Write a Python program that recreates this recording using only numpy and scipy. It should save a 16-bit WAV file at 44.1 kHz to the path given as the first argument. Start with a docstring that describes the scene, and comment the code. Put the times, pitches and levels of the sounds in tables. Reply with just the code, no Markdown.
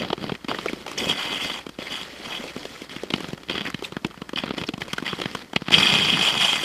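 """A frozen lake: long skates run over bumpy ice, heard by the skater over faint still air.
Breaking grains of ice, made as random clicks and noise, grind, ring the steel blades and rumble the boot.
Ridges and lumps give short rattling knocks with a boot thump; blades chirp as they slip sideways, and
the ice sheet sings a few short low notes. Near the end an edge digs in and scrapes hard, catching again
and again."""
import sys
import numpy as np
from scipy import signal
from scipy.fft import rfft, irfft
from scipy.io import wavfile
from scipy.ndimage import uniform_filter1d

SR = 44100
rng = np.random.default_rng(int(sys.argv[2]) if len(sys.argv) > 2 else 0)


def transcribe(u):
    """Save the signal u as a 16-bit wav file named by the first command-line argument.

    u: samples, shape (n,) or (channels, n), limited to [-1, 1]; the rate is SR.
    q: integer samples, one column per channel.
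    """
    v = np.clip(np.atleast_2d(u).T, -1, 1)
    q = np.round(v * 32767).astype(np.int16)
    wavfile.write(sys.argv[1], SR, q)


N = 292824
BINS = np.maximum(abs(np.fft.fftfreq(4096, 1 / SR)), 1)  # frequencies of the sound colours, Hz


def amp(db):
    """Turns dB into a plain factor."""
    return 10 ** (np.asarray(db) / 20)


def unit(x):
    """Scales to rms 1."""
    return x / np.sqrt(np.mean(x ** 2) + 1e-20)


def add(mix, s, sound):
    """Lays a sound into the mix at time s."""
    part = mix[max(round(s * SR), 0):][:len(sound)]
    part += sound[:len(part)]


def colour(gain):
    """Makes a filter, of energy 1, that answers at once and has the given gains."""
    spectrum = np.exp(np.conj(signal.hilbert(np.log(gain + 1e-5))))
    response = np.fft.ifft(spectrum).real[:len(gain) // 2]
    return response / np.linalg.norm(response)


def through(x, response):
    """Sends a sound through a filter and keeps its length."""
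    return signal.oaconvolve(x, response)[:len(x)]


def shape(points):
    """Gain at every bin, from a few points of a spectrum."""
    hz, db = np.transpose(points)
    return amp(np.interp(np.log(BINS), np.log(hz), db))


def peaks(modes):
    """Gain at every bin of resonances (f/Hz, width/Hz, level/dB) that add in power."""
    return np.sqrt(sum(amp(2 * db) / (1 + (2 * (BINS - hz) / width) ** 2) for hz, width, db in modes))


def stance(table, column):
    """The resonances at their levels for a flat blade (column 0) or one on edge (column 1)."""
    return peaks([(hz, width, levels[column]) for hz, width, *levels in table])


def wobble(rate_hz):
    """Slow chance of rms 1, up to about the given rate."""
    hz = np.fft.rfftfreq(N, 1 / SR)
    gain = hz / (hz + rate_hz / 10) / (1 + (hz / rate_hz) ** 4)
    return unit(irfft(rfft(rng.standard_normal(N)) * gain, N))


# colour of the still air over the lake: (f/Hz, relative level/dB per Hz)
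AIR_COLOUR = [(20, -25), (60, 27), (200, -14), (600, -24), (2000, -23), (5000, 0), (15000, -11)]
AIR_DB = -58


def still_air():
    """Steady noise with the colour of open air."""
    return amp(AIR_DB) * unit(through(rng.standard_normal(N), colour(shape(AIR_COLOUR))))


# each spell of a blade pressing on the ice: (t/s, length/s, rise/s, pressure level/dB,
# change of pressure over the length/dB, share of coarse crackle/0-1, added boot shaking/dB, added ice dust/dB)
STROKE_SPELLS = [(-0.02, 0.16, .01, -30.5, -18.5, 0.26, 6.5, -4),
                 (0.176, 0.16, 0.055, -32.5, -14.5, 0.63, 4, -3),
                 (0.48, 0.028, 0.014, -33.5, 5.5, 0.1, 4, -6), (0.537, 0.3, .01, -37.5, -9, 0.35, 2.5, 2.5),
                 (0.875, 0.19, 0.0096, -37, -16, 0, 2, 2), (0.972, .1, 0.015, -28.5, -3, 0.17, 6.5, 4.5),
                 (1.073, 0.04, 0.016, -24, 2, .15, 2.5, 0), (1.131, .15, 0.057, -28, -0.5, 0, -0.5, -0.5),
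                 (1.283, 0.1, .03, -29.5, -1, 0.02, -0.5, 0.5),
                 (1.393, .2, 0.026, -24.5, -12, .03, -3, 1.5), (1.79, .11, .01, -38.5, 0, 0, 2.5, 1),
                 (1.893, .14, 0.028, -30, -6, 0.28, -2.5, 1.5), (2.04, 0.21, .01, -45.5, 3.5, 0, 2, 2),
                 (2.226, .28, .02, -39.5, -1.5, 0, 3, 4), (2.284, .09, 0.029, -33, -2, 0, -4.5, 0),
                 (2.53, .32, 0.0087, -43.5, -2.5, 0.07, 1, 5.5),
                 (2.892, 0.23, 0.0053, -39, -12.5, .5, 0.5, 2),
                 (3.101, 0.22, 0.045, -41.5, -2.5, 0.54, 3.5, 3),
                 (3.476, 0.21, 0.032, -32.5, -1.5, 0.84, -1, -7.5), (3.743, .06, .01, -54, 5.5, 0.1, -8, 2),
                 (3.927, 0.048, 0.0077, -53.5, -2, 0.3, -3, -3),
                 (3.83, 0.029, 0.012, -35, -4.5, 0.3, -1, 8),
                 (4.369, 0.018, 0.0039, -27, -0.5, 0.6, -3.5, -3.5),
                 (4.416, .14, .01, -40, -8.5, 0.56, -0.5, -8), (4.563, 0.048, .02, -36, -0.5, 0.75, 5, 0),
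                 (4.65, 0.032, .01, -50.5, 0, 0.5, 0, 7), (4.802, 0.039, 0.0084, -35.5, -13, 0.4, 3.5, 7),
                 (4.871, 0.16, 0.017, -40.5, -7, 0.96, -5, 1.5),
                 (5.043, 0.091, 0.015, -29, -5, 0.5, -2.5, -3), (5.137, 0.28, .01, -40.5, -2.5, 0.49, 1, 2),
                 (5.545, 0.017, 0.012, -46, 2, 0.6, 0, -9), (5.598, 0.063, .01, -50, -1, 0.4, -3, 0),
                 (5.655, 0.067, 0.025, -33.5, -14, 1, -3, -6),
                 (5.713, 0.58, 0.0092, -17, -5.5, 0.34, 1.5, -3), (6.197, 0.1, 0.033, -21, 0, 0, -10, 1.5),
                 (6.31, 0.099, 0.0087, -28.5, 6.5, 0.55, -1, -0.5),
                 (6.385, 0.18, 0.028, -17.5, -5.5, 0.23, -5.5, 0.5),
                 (6.566, 0.097, 0.012, -34, 11, 0.48, -4.5, 5.5)]
RELEASE_S = 0.0216  # the weight comes off the blade
COAST_DB, COAST_COARSE = -55, .35  # the lightest contact, between strokes


def contact():
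    """Pressure, coarseness, boot shaking and dust over time: strokes press and let go; the strongest leads."""
    t = np.arange(N) / SR
    power = np.full(N, amp(2 * COAST_DB))
    traits = np.outer([COAST_COARSE, 0, 0], power)
    for s, length, rise_s, db, change_db, *own in STROKE_SPELLS:
        rise = np.clip((t - s) / rise_s, 0, 1)
        held = rise * amp(db + change_db * np.clip((t - s) / length, 0, 1))
        release = np.exp(-np.maximum(t - s - length, 0) / RELEASE_S)
        stroke = (held * release) ** 2
        power += stroke
        traits += np.outer(own, stroke)
    # each trait is an average weighted by the power of the strokes
    coarse, boot_db, dust_db = traits / power
    return 10 * np.log10(power), np.clip(coarse, 0, 1), boot_db, dust_db


def grains(per_s, spread_db, smooth):
    """Ice crystals breaking: clicks of uneven size over smooth friction noise."""
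    size = amp(spread_db * np.minimum(rng.exponential(1, N), 4.5)) * rng.choice([-1, 1], N)
    clicks = unit(size * (rng.random(N) < per_s / SR))
    return unit(clicks + smooth * rng.standard_normal(N))


# resonances of a blade: (f/Hz, width/Hz, relative level running flat/dB, relative level on edge/dB)
BLADE_MODES = [(2070, 70, -3, -26), (2096, 54, -19, -3.5), (2515, 120, -2.5, 0), (3000, 163, -0.5, -0.5),
               (3250, 116, 0.5, 4.5), (3367, 81, 0.5, -15), (4706, 96, -4, -5), (5290, 120, -14, -11),
               (5780, 73, -38, -13)]
# colour of the steel's sound without pitch: (f/Hz, relative level/dB per Hz)
STEEL_NOISE = [(1200, -32), (1850, 11), (2200, 13.5), (3400, 8.5), (3900, 10.5), (4400, 11.5), (5300, 5),
               (6200, -43), (9000, -48)]


def steel(column, hash_db):
    """Gain of a blade: its resonances over an unpitched noise, inside the band where steel radiates."""
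    band = 1 / np.sqrt((1 + (1850 / BINS) ** 14) * (1 + (BINS / 5900) ** 14))
    return np.hypot(band * stance(BLADE_MODES, column), amp(hash_db) * shape(STEEL_NOISE))


def wander(x, depth_db):
    """The contact point travels along the blade, so patches of the spectrum swell and fade."""
    z = signal.stft(x, nperseg=256, noverlap=192)[2]
    patches = rng.standard_normal(z.shape)
    for _ in range(2):
        patches = uniform_filter1d(patches, size=4, axis=0)
        patches = uniform_filter1d(patches, size=8, axis=1)
    swell = unit(amp(depth_db * unit(patches)))
    return signal.istft(z * swell, nperseg=256, noverlap=192)[1][:N]


# colour of the grinding ice: (f/Hz, relative level/dB per Hz)
GRIND_COLOUR = [(200, -35), (450, -6.5), (620, 0.5), (780, 1), (1000, 1), (1380, 1), (1650, -2.5),
                (2050, -4.5), (2450, -26.5), (4000, -36)]
# colour of the boot's rumble on coarse ice or a digging edge: (f/Hz, relative level/dB per Hz)
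DEEP_RUMBLE = [(20, -36), (45, -20), (70, -7.5), (110, -8.5), (145, 1), (190, 3.5), (300, -3), (430, -3),
               (540, -16), (700, -14), (1500, -49.5)]
# colour of the rumble while the blade runs smoothly: (f/Hz, relative level/dB per Hz)
SMOOTH_RUMBLE = [(20, -18), (60, -25), (110, -14.5), (170, -7.5), (280, -2), (380, -5.5), (520, -2),
                 (720, -9.5), (1500, -52.5)]
# colour of the fizzing ice dust: (f/Hz, relative level/dB per Hz)
DUST_COLOUR = [(3500, -6.5), (5000, 3.5), (5800, 5.5), (6500, 3), (7300, 1.5), (8400, -1.5), (9500, -3.5),
               (11000, -6.5), (12300, -10), (13500, -8), (15000, -16)]
# high overtones of a blade, against the fizz: (f/Hz, width/Hz, relative level flat/dB, relative level on edge/dB)
HIGH_OVERTONES = [(7100, 43, 0.5, 12), (7650, 130, -3, 10.5), (9440, 290, -5, 9.5), (10200, 90, -8, 9)]
# how the other noises follow the pressure: (level/dB at NORMAL_DB of pressure, dB per dB of pressure)
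NORMAL_DB = -35
GRIND_LAW, RUMBLE_LAW, FIZZ_LAW = (-40.5, 0.73), (-40.5, 0.59), (-49.5, 0.92)
RING_FROM_DB, RING_OVER_DB = -42, 7  # the resonances come out over this range of pressure
EDGE_FROM_DB, EDGE_OVER_DB = -27.5, 4  # and over this one the blade tips on its edge


def follow(law, pressure_db):
    """Level in dB of a noise that follows the pressure."""
    db, slope = law
    return db + slope * (pressure_db - NORMAL_DB)


def glide(pressure_db, coarse, boot_db, dust_db):
    """One stream of breaking grains shakes the steel, the ice and the boot."""
    crackle = grains(per_s=380, spread_db=4.2, smooth=.3)
    hiss = grains(per_s=5000, spread_db=1.5, smooth=0.72)
    chatter = unit(amp(1.7 * wobble(rate_hz=110)))
    drive = (np.sqrt(coarse) * crackle + np.sqrt(1 - coarse) * hiss) * chatter

    # light contact is nearly toneless; more pressure brings out the resonances, and the most tips the blade
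    pressed = np.clip((pressure_db - RING_FROM_DB) / RING_OVER_DB, .06, 1)
    edged = np.clip((pressure_db - EDGE_FROM_DB) / EDGE_OVER_DB, 0, 1)
    free = unit(through(drive, colour(steel(column=0, hash_db=-12))))
    flat = unit(through(drive, colour(steel(column=0, hash_db=-30))))
    edge = unit(through(drive, colour(steel(column=1, hash_db=-58))))
    ring = (1 - edged) * ((1 - pressed) * free + pressed * flat) + edged * edge

    grind = unit(through(drive + 0.29 * rng.standard_normal(N), colour(shape(GRIND_COLOUR))))

    # coarse ice or a digging edge jolts the boot deeper than a smooth run does
    jolt = np.maximum(coarse, edged)
    deep = unit(through(drive + .5 * rng.standard_normal(N), colour(shape(DEEP_RUMBLE))))
    light = unit(through(drive + .5 * rng.standard_normal(N), colour(shape(SMOOTH_RUMBLE))))
    rumble = np.sqrt(jolt) * deep + np.sqrt(1 - jolt) * light

    spray = drive + 0.92 * rng.standard_normal(N)
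    dust_flat, dust_edge = (
        unit(through(spray, colour(shape(DUST_COLOUR) * np.hypot(1, stance(HIGH_OVERTONES, column)))))
        for column in range(2))
    dust = (1 - edged) * dust_flat + edged * dust_edge

    mix = amp(pressure_db) * ring
    mix += amp(follow(GRIND_LAW, pressure_db)) * grind
    mix += amp(follow(RUMBLE_LAW, pressure_db) + boot_db) * rumble
    mix += amp(follow(FIZZ_LAW, pressure_db) + dust_db) * dust
    return wander(mix, depth_db=2.0)


def thump(t, hz):
    """The boot swings briefly with sagging pitch, with a higher knock of the sole and a faint hum of the ice."""
    lag, ratio, weight, tone, hum = rng.random(5)
    rise = 1 - np.exp(-t / 0.00072)
    # the pitch sags from about 1.28 to 0.71 times hz
    swing = np.sin(2 * np.pi * hz * (0.71 * t + 0.0024 * (1 - np.exp(-t / 0.0042))))
    body = swing * np.exp(-t / 0.0025)
    late = np.maximum(t - 0.00319 * lag, 0)
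    sole_tone = np.sin(2 * np.pi * hz * (1.316 + 0.95 * ratio) * late)
    sole = (0.14 + 0.25 * weight) * sole_tone * np.exp(-late / 0.0032)
    push = 0.017 * np.sin(2 * np.pi * 55 * t) * np.exp(-t / 0.016)  # the leg takes the jolt
    sheet_tone = np.sin(2 * np.pi * (240 + 200 * tone) * t * (1 - 2.2 * t))
    sheet = (0.014 + 0.19 * hum) * sheet_tone * np.exp(-t / 0.0044)
    no_deep_bass = signal.butter(3, 120, "highpass", fs=SR, output="sos")
    return signal.sosfilt(no_deep_bass, rise * (body + sole + sheet)) + push


# ridges and lumps that the blades strike, levels before the trims in knocks():
# (t/s, steel level/dB, thump base f/Hz, thump level/dB, clack f/Hz, clack level/dB, splinter level/dB)
LUMPS = [(0.0315, -26, 191, -27, 776, -27.5, -48), (0.0481, -20, 169, -31, 666, -27, -51),
         (0.1026, -16.5, 221, -25.5, 870, -23, -50), (0.1293, -11.5, 396, -18.5, 766, -21.5, -41),
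         (0.1785, -28, 183, -30, 1087, -35, -52), (0.2404, -31, 200, -27, 730, -29, -50),
         (0.2947, -18.5, 166, -30, 920, -23, -51), (0.3196, -19.5, 207, -21, 1186, -35, -49.5),
         (0.3508, -22.5, 269, -44.5, 2020, -35, -47), (0.4451, -26.5, 228, -29.5, 1470, -38, -47),
         (0.484, -17.5, 262, -28, 1050, -28, -40), (0.514, -19, 447, -44, 759, -18.5, -46),
         (0.546, -24, 377, -29.5, 2030, -25, -55), (0.587, -17, 363, -32, 1100, -24, -50),
         (0.659, -23, 413, -19.5, 1170, -23, -37.5), (0.7318, -22, 256, -23, 1158, -34, -42),
         (0.8644, -24, 512, -36, 915, -27.5, -40), (0.8793, -22, 385, -34, 890, -31, -39),
         (0.915, -26, 330, -39, 1020, -30, -36), (1.6659, -26, 267, -29.5, 1510, -37, -46),
         (1.6916, -26.5, 221, -33, 1350, -38, -43), (1.7875, -24, 260, -26.5, 670, -36, -47),
         (2.4391, -30, 497, -32.5, 651, -44, -44), (2.5634, -28, 238, -26.5, 1150, -34, -44),
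         (2.653, -21, 433, -28.5, 1820, -39, -43), (2.8183, -25, 253, -30.5, 1440, -52, -42),
         (2.9629, -19.5, 224, -29.5, 1200, -35, -44), (3.0341, -26, 400, -24.5, 1133, -39, -39),
         (3.1038, -14.5, 310, -26.5, 950, -30, -39), (3.138, -6, 214, -18, 1250, -22.5, -36),
         (3.2051, -26, 350, -31, 1152, -35, -39), (3.243, -22, 192, -30, 1326, -31, -56),
         (3.2862, -32, 186, -29.5, 1675, -40, -40), (3.3318, -26.5, 185, -24, 1660, -37.5, -42),
         (3.3766, -31, 315, -44, 1180, -37.5, -50), (3.4335, -29, 334, -42, 1120, -41, -50),
         (3.4976, -11, 242, -31, 2010, -30, -41), (3.5093, -16, 261, -34, 1980, -47, -51),
         (3.554, -16, 185, -30, 1170, -27, -53), (3.5787, -14.5, 325, -29.5, 1985, -32, -41.5),
         (3.7014, -31, 270, -44, 1960, -29, -37), (3.7441, -15, 182, -24, 1810, -30.5, -41),
         (3.7913, -30, 250, -37.5, 1820, -52, -51), (3.8232, -27, 354, -28.5, 1000, -34, -43),
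         (3.922, -26, 200, -30, 1270, -35.5, -47), (3.9668, -22, 210, -23.5, 1300, -25.5, -46),
         (4.0473, -12.5, 205, -19, 890, -23.5, -38), (4.066, -31, 322, -38, 689, -50, -41),
         (4.1096, -32, 409, -53, 1290, -39, -57), (4.1425, -39, 221, -50, 1290, -37.5, -55),
         (4.175, -35, 183, -39.5, 1760, -43, -56), (4.218, -24, 207, -27.5, 1330, -31.5, -47),
         (4.292, -25, 214, -36, 1810, -31, -41.5), (4.333, -26, 285, -25.5, 1210, -31, -48),
         (4.36, -11, 205, -32, 1906, -47, -46), (4.4362, -17, 256, -22.5, 936, -26.5, -51),
         (4.4782, -22, 210, -32, 1307, -30.5, -55), (4.5071, -18, 245, -22, 1140, -24.5, -52),
         (4.5378, -29, 285, -30, 1070, -41, -51), (4.581, -16, 319.5, -28.5, 681, -29, -45),
         (4.6139, -19.5, 164, -25.5, 1953, -31, -44), (4.6368, -16, 361, -34, 861, -31, -43),
         (4.6887, -13.5, 279, -22.5, 1490, -31, -39), (4.7374, -20, 166, -26, 736, -29.5, -43.5),
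         (4.7783, -30, 236, -30, 883, -35, -45), (4.8181, -15.5, 153, -30.5, 1920, -25, -43.5),
         (4.9322, -12.5, 208, -28.5, 1410, -24, -28.5), (4.9823, -18, 240, -30, 1750, -19.5, -37),
         (5.024, -27, 244, -24.5, 1200, -33, -45), (5.1302, -30, 197, -24, 1150, -24, -49),
         (5.216, -12.5, 366, -26, 1460, -28, -36.5), (5.257, -15, 174.2, -22.5, 1950, -25, -43),
         (5.3495, -18, 198.5, -26, 1310, -23, -34), (5.5323, -23.5, 260, -31, 1220, -27.5, -42.5),
         (5.5612, -2.5, 200, -18.5, 884, -19.5, -32), (5.6193, -29, 198, -27, 926, -34, -53),
         (5.683, -14.5, 195, -23.5, 1510, -23.5, -43), (5.7058, -17, 304, -27, 1030, -24.5, -37)]
KNOCK_STEEL_HZ, KNOCK_SCATTER_HZ = 3100, 340  # where the blade answers a blow, and how far that varies
CLIMB_S, CLIMB_DB = 0.0013, 4  # grains crushed just before a blow


def knocks(rows, size=3000):
    """The blade climbs a lump, strikes it and taps twice more within a few ms; the boot thumps."""
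    lead, out = 180, np.zeros(N)  # samples of climbing before the blow
    t = (np.arange(size) - lead) / SR
    after = np.maximum(t, 0)
    blade, ice, dust = steel(column=1, hash_db=-13.5), shape(GRIND_COLOUR), colour(shape(DUST_COLOUR))
    span = SR / 100  # levels are rms over 10 ms
    for s, steel_db, thump_hz, thump_db, clack_hz, clack_db, splinter_db in rows:
        gap, later, second, third, place = rng.random(5)
        climb = amp(CLIMB_DB) * np.exp(-abs(t) / CLIMB_S)
        fade = np.exp(-after / 0.0046) + 0.063 * np.exp(-after / 0.012)
        blow = 0.095 * rng.standard_normal(size) * np.where(t < 0, climb, fade)
        blow[lead] += 1
        blow[lead + round(SR * (.0005 + .0012 * gap))] += 0.76 + 0.42 * second
        blow[lead + round(SR * (.0019 + .0016 * later))] -= 0.2 + 1.15 * third
        # where the lump meets the blade decides which pitches speak
        steel_hz = KNOCK_STEEL_HZ + KNOCK_SCATTER_HZ * (2 * place - 1)
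        clack = through(blow, colour(ice * peaks([(clack_hz, 620, 0)])))
        ring = through(blow, colour(blade * peaks([(steel_hz, 1300, 0)])))
        splinter = through(blow, dust)
        parts = ((thump(after, thump_hz), thump_db - 1.96), (clack, clack_db - 5),
                 (ring, steel_db - 14.5), (splinter, splinter_db - 6.0))
        knock = sum(amp(db) * part * np.sqrt(span / np.sum(part ** 2)) for part, db in parts)
        add(out, s - lead / SR + .0004, knock)
    return out


# small bumps met at random; the rate is for fully coarse ice and falls with the square of coarseness
BUMPS_PER_S = 36
BUMP_OVER_PRESSURE_DB, BUMP_MAX_DB, BUMP_SPREAD_DB = 14, -29, 3  # the spread comes after the maximum
BUMP_THUMP_HZ = 265  # middle of a range one octave wide
BUMP_THUMP_DB, BUMP_CLACK_DB, BUMP_SPLINTER_DB = -3, -6.5, -16  # against the bump's steel level


def bumps(pressure_db, coarse, count=400):
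    """Random faint knocks that grow with the pressure up to a limit, as rows like those of LUMPS."""
    rows = []
    for when, chance, size, low, high in rng.random((count, 5)):
        at = int(when * N)
        if chance < BUMPS_PER_S * coarse[at] ** 2 * N / SR / count:
            db = min(pressure_db[at] + BUMP_OVER_PRESSURE_DB, BUMP_MAX_DB)
            db += BUMP_SPREAD_DB * (2 * size - 1)
            thump_hz, clack_hz = BUMP_THUMP_HZ * 2 ** (low - .5), 800 + 1100 * high
            rows.append((at / SR, db, thump_hz, db + BUMP_THUMP_DB, clack_hz, db + BUMP_CLACK_DB,
                         db + BUMP_SPLINTER_DB))
    return rows


# a blade slips sideways with a short rasping chirp: (t/s, length/s, first f/Hz, last f/Hz, width/Hz, level/dB)
SLIP_CHIRPS = [(0.681, 0.014, 2320, 2160, 400, -26.5), (0.975, 0.015, 1520, 3150, 500, -31),
               (0.977, 0.014, 6460, 4770, 1310, -28.5), (2.472, 0.036, 2370, 2610, 500, -41),
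               (3.645, 0.041, 2234, 1850, 1087, -31.5), (3.836, 0.021, 3900, 3500, 605, -33.5),
               (3.837, 0.019, 2720, 2630, 200, -33.5), (4.667, 0.015, 5260, 4700, 910, -39),
               (4.89, .03, 2490, 2295, 496, -43), (5.065, 0.0051, 2060, 1760, 360, -25.5),
               (5.075, 0.021, 2620, 3050, 600, -33)]
SLIP_JUDDER_DB = 4.5  # a slipping blade keeps catching


def slips():
    """Stick and slip: a narrow band of noise whose pitch slides while its level judders."""
    out = np.zeros(N)
    for s, length, first_hz, last_hz, width_hz, db in SLIP_CHIRPS:
        count = round(length * SR)
        smooth = signal.butter(2, width_hz / 2, fs=SR, output="sos")
        noise = rng.standard_normal(2 * count) + 1j * rng.standard_normal(2 * count)
        rasp = signal.sosfilt(smooth, noise)[count:]
        # turning the slow noise moves it up to the sliding pitch
        turn = np.exp(2j * np.pi * np.cumsum(np.linspace(first_hz, last_hz, count)) / SR)
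        judder = amp(SLIP_JUDDER_DB * unit(uniform_filter1d(rng.standard_normal(count), size=60)))
        chirp = (rasp * turn).real * judder * signal.windows.tukey(count, .5)
        add(out, s, amp(db) * unit(chirp))
    return out


# after some knocks the ice sheet sings a short low note: (t/s, f/Hz, starting level/dB, time to fall 60 dB/s)
SHEET_NOTES = [(2.568, 273, -31, 0.091), (3.826, 396, -23, 0.04), (4.057, 332, -20, 0.042),
               (4.093, 365, -38, .12), (4.692, 300, -16, 0.031)]


def ice_notes(size=6000):
    """The sheet flexes and rings, its pitch sinking a little."""
    t, out = np.arange(size) / SR, np.zeros(N)
    for s, hz, db, t60 in SHEET_NOTES:
        swell = amp(db - 60 * t / t60) * (1 - np.exp(-t / 0.0032))
        add(out, s, swell * np.sin(2 * np.pi * hz * t * (1 - 0.64 * t)))
    return out


# the edge catches during the hard scrape: (t/s, peak level/dB before a 6 dB cut in bites())
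EDGE_BITES = [(5.73, -1.5), (5.741, 7.5), (5.754, -7), (5.781, -9), (5.797, -25), (5.83, -0.5), (5.870, -1),
              (5.899, -10), (5.919, -6), (5.986, -15.5), (6.018, -5), (6.103, -23), (6.137, -6),
              (6.212, -7)]


def bites(size=1024):
    """The edge sticks and tears free: a burst of noise that rings the blade's strongest resonances."""
    t, out = np.arange(size) / SR, np.zeros(N)
    blade = colour(steel(column=1, hash_db=-24) * peaks([(2880, 870, 0)]))
    for s, db in EDGE_BITES:
        burst = rng.standard_normal(size) * np.exp(-t / 0.0062)
        ring = through(burst, blade)
        add(out, s - .001, amp(db - 6.0) * ring / abs(ring).max())
    return out


def scene():
    """Skates over a faint floor of open air."""
    air = still_air()
    pressure_db, coarse, boot_db, dust_db = contact()
    skates = glide(pressure_db, coarse, boot_db, dust_db)
    skates += knocks(LUMPS) + knocks(bumps(pressure_db, coarse))
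    skates += slips() + ice_notes() + bites()
    return (skates + air)[None]


EDGE_HZ = 14950  # nothing much is heard above this


def record(dry):
    """The loudest peaks are rounded off; then the highest treble is cut."""
    rounded = dry / (1 + (dry / .95) ** 6) ** (1 / 6)
    band_limit = signal.firwin(511, EDGE_HZ, window=("kaiser", 9), fs=SR)
    return signal.oaconvolve(rounded, band_limit[None], "same")


dry = scene()
out = record(dry)
transcribe(out)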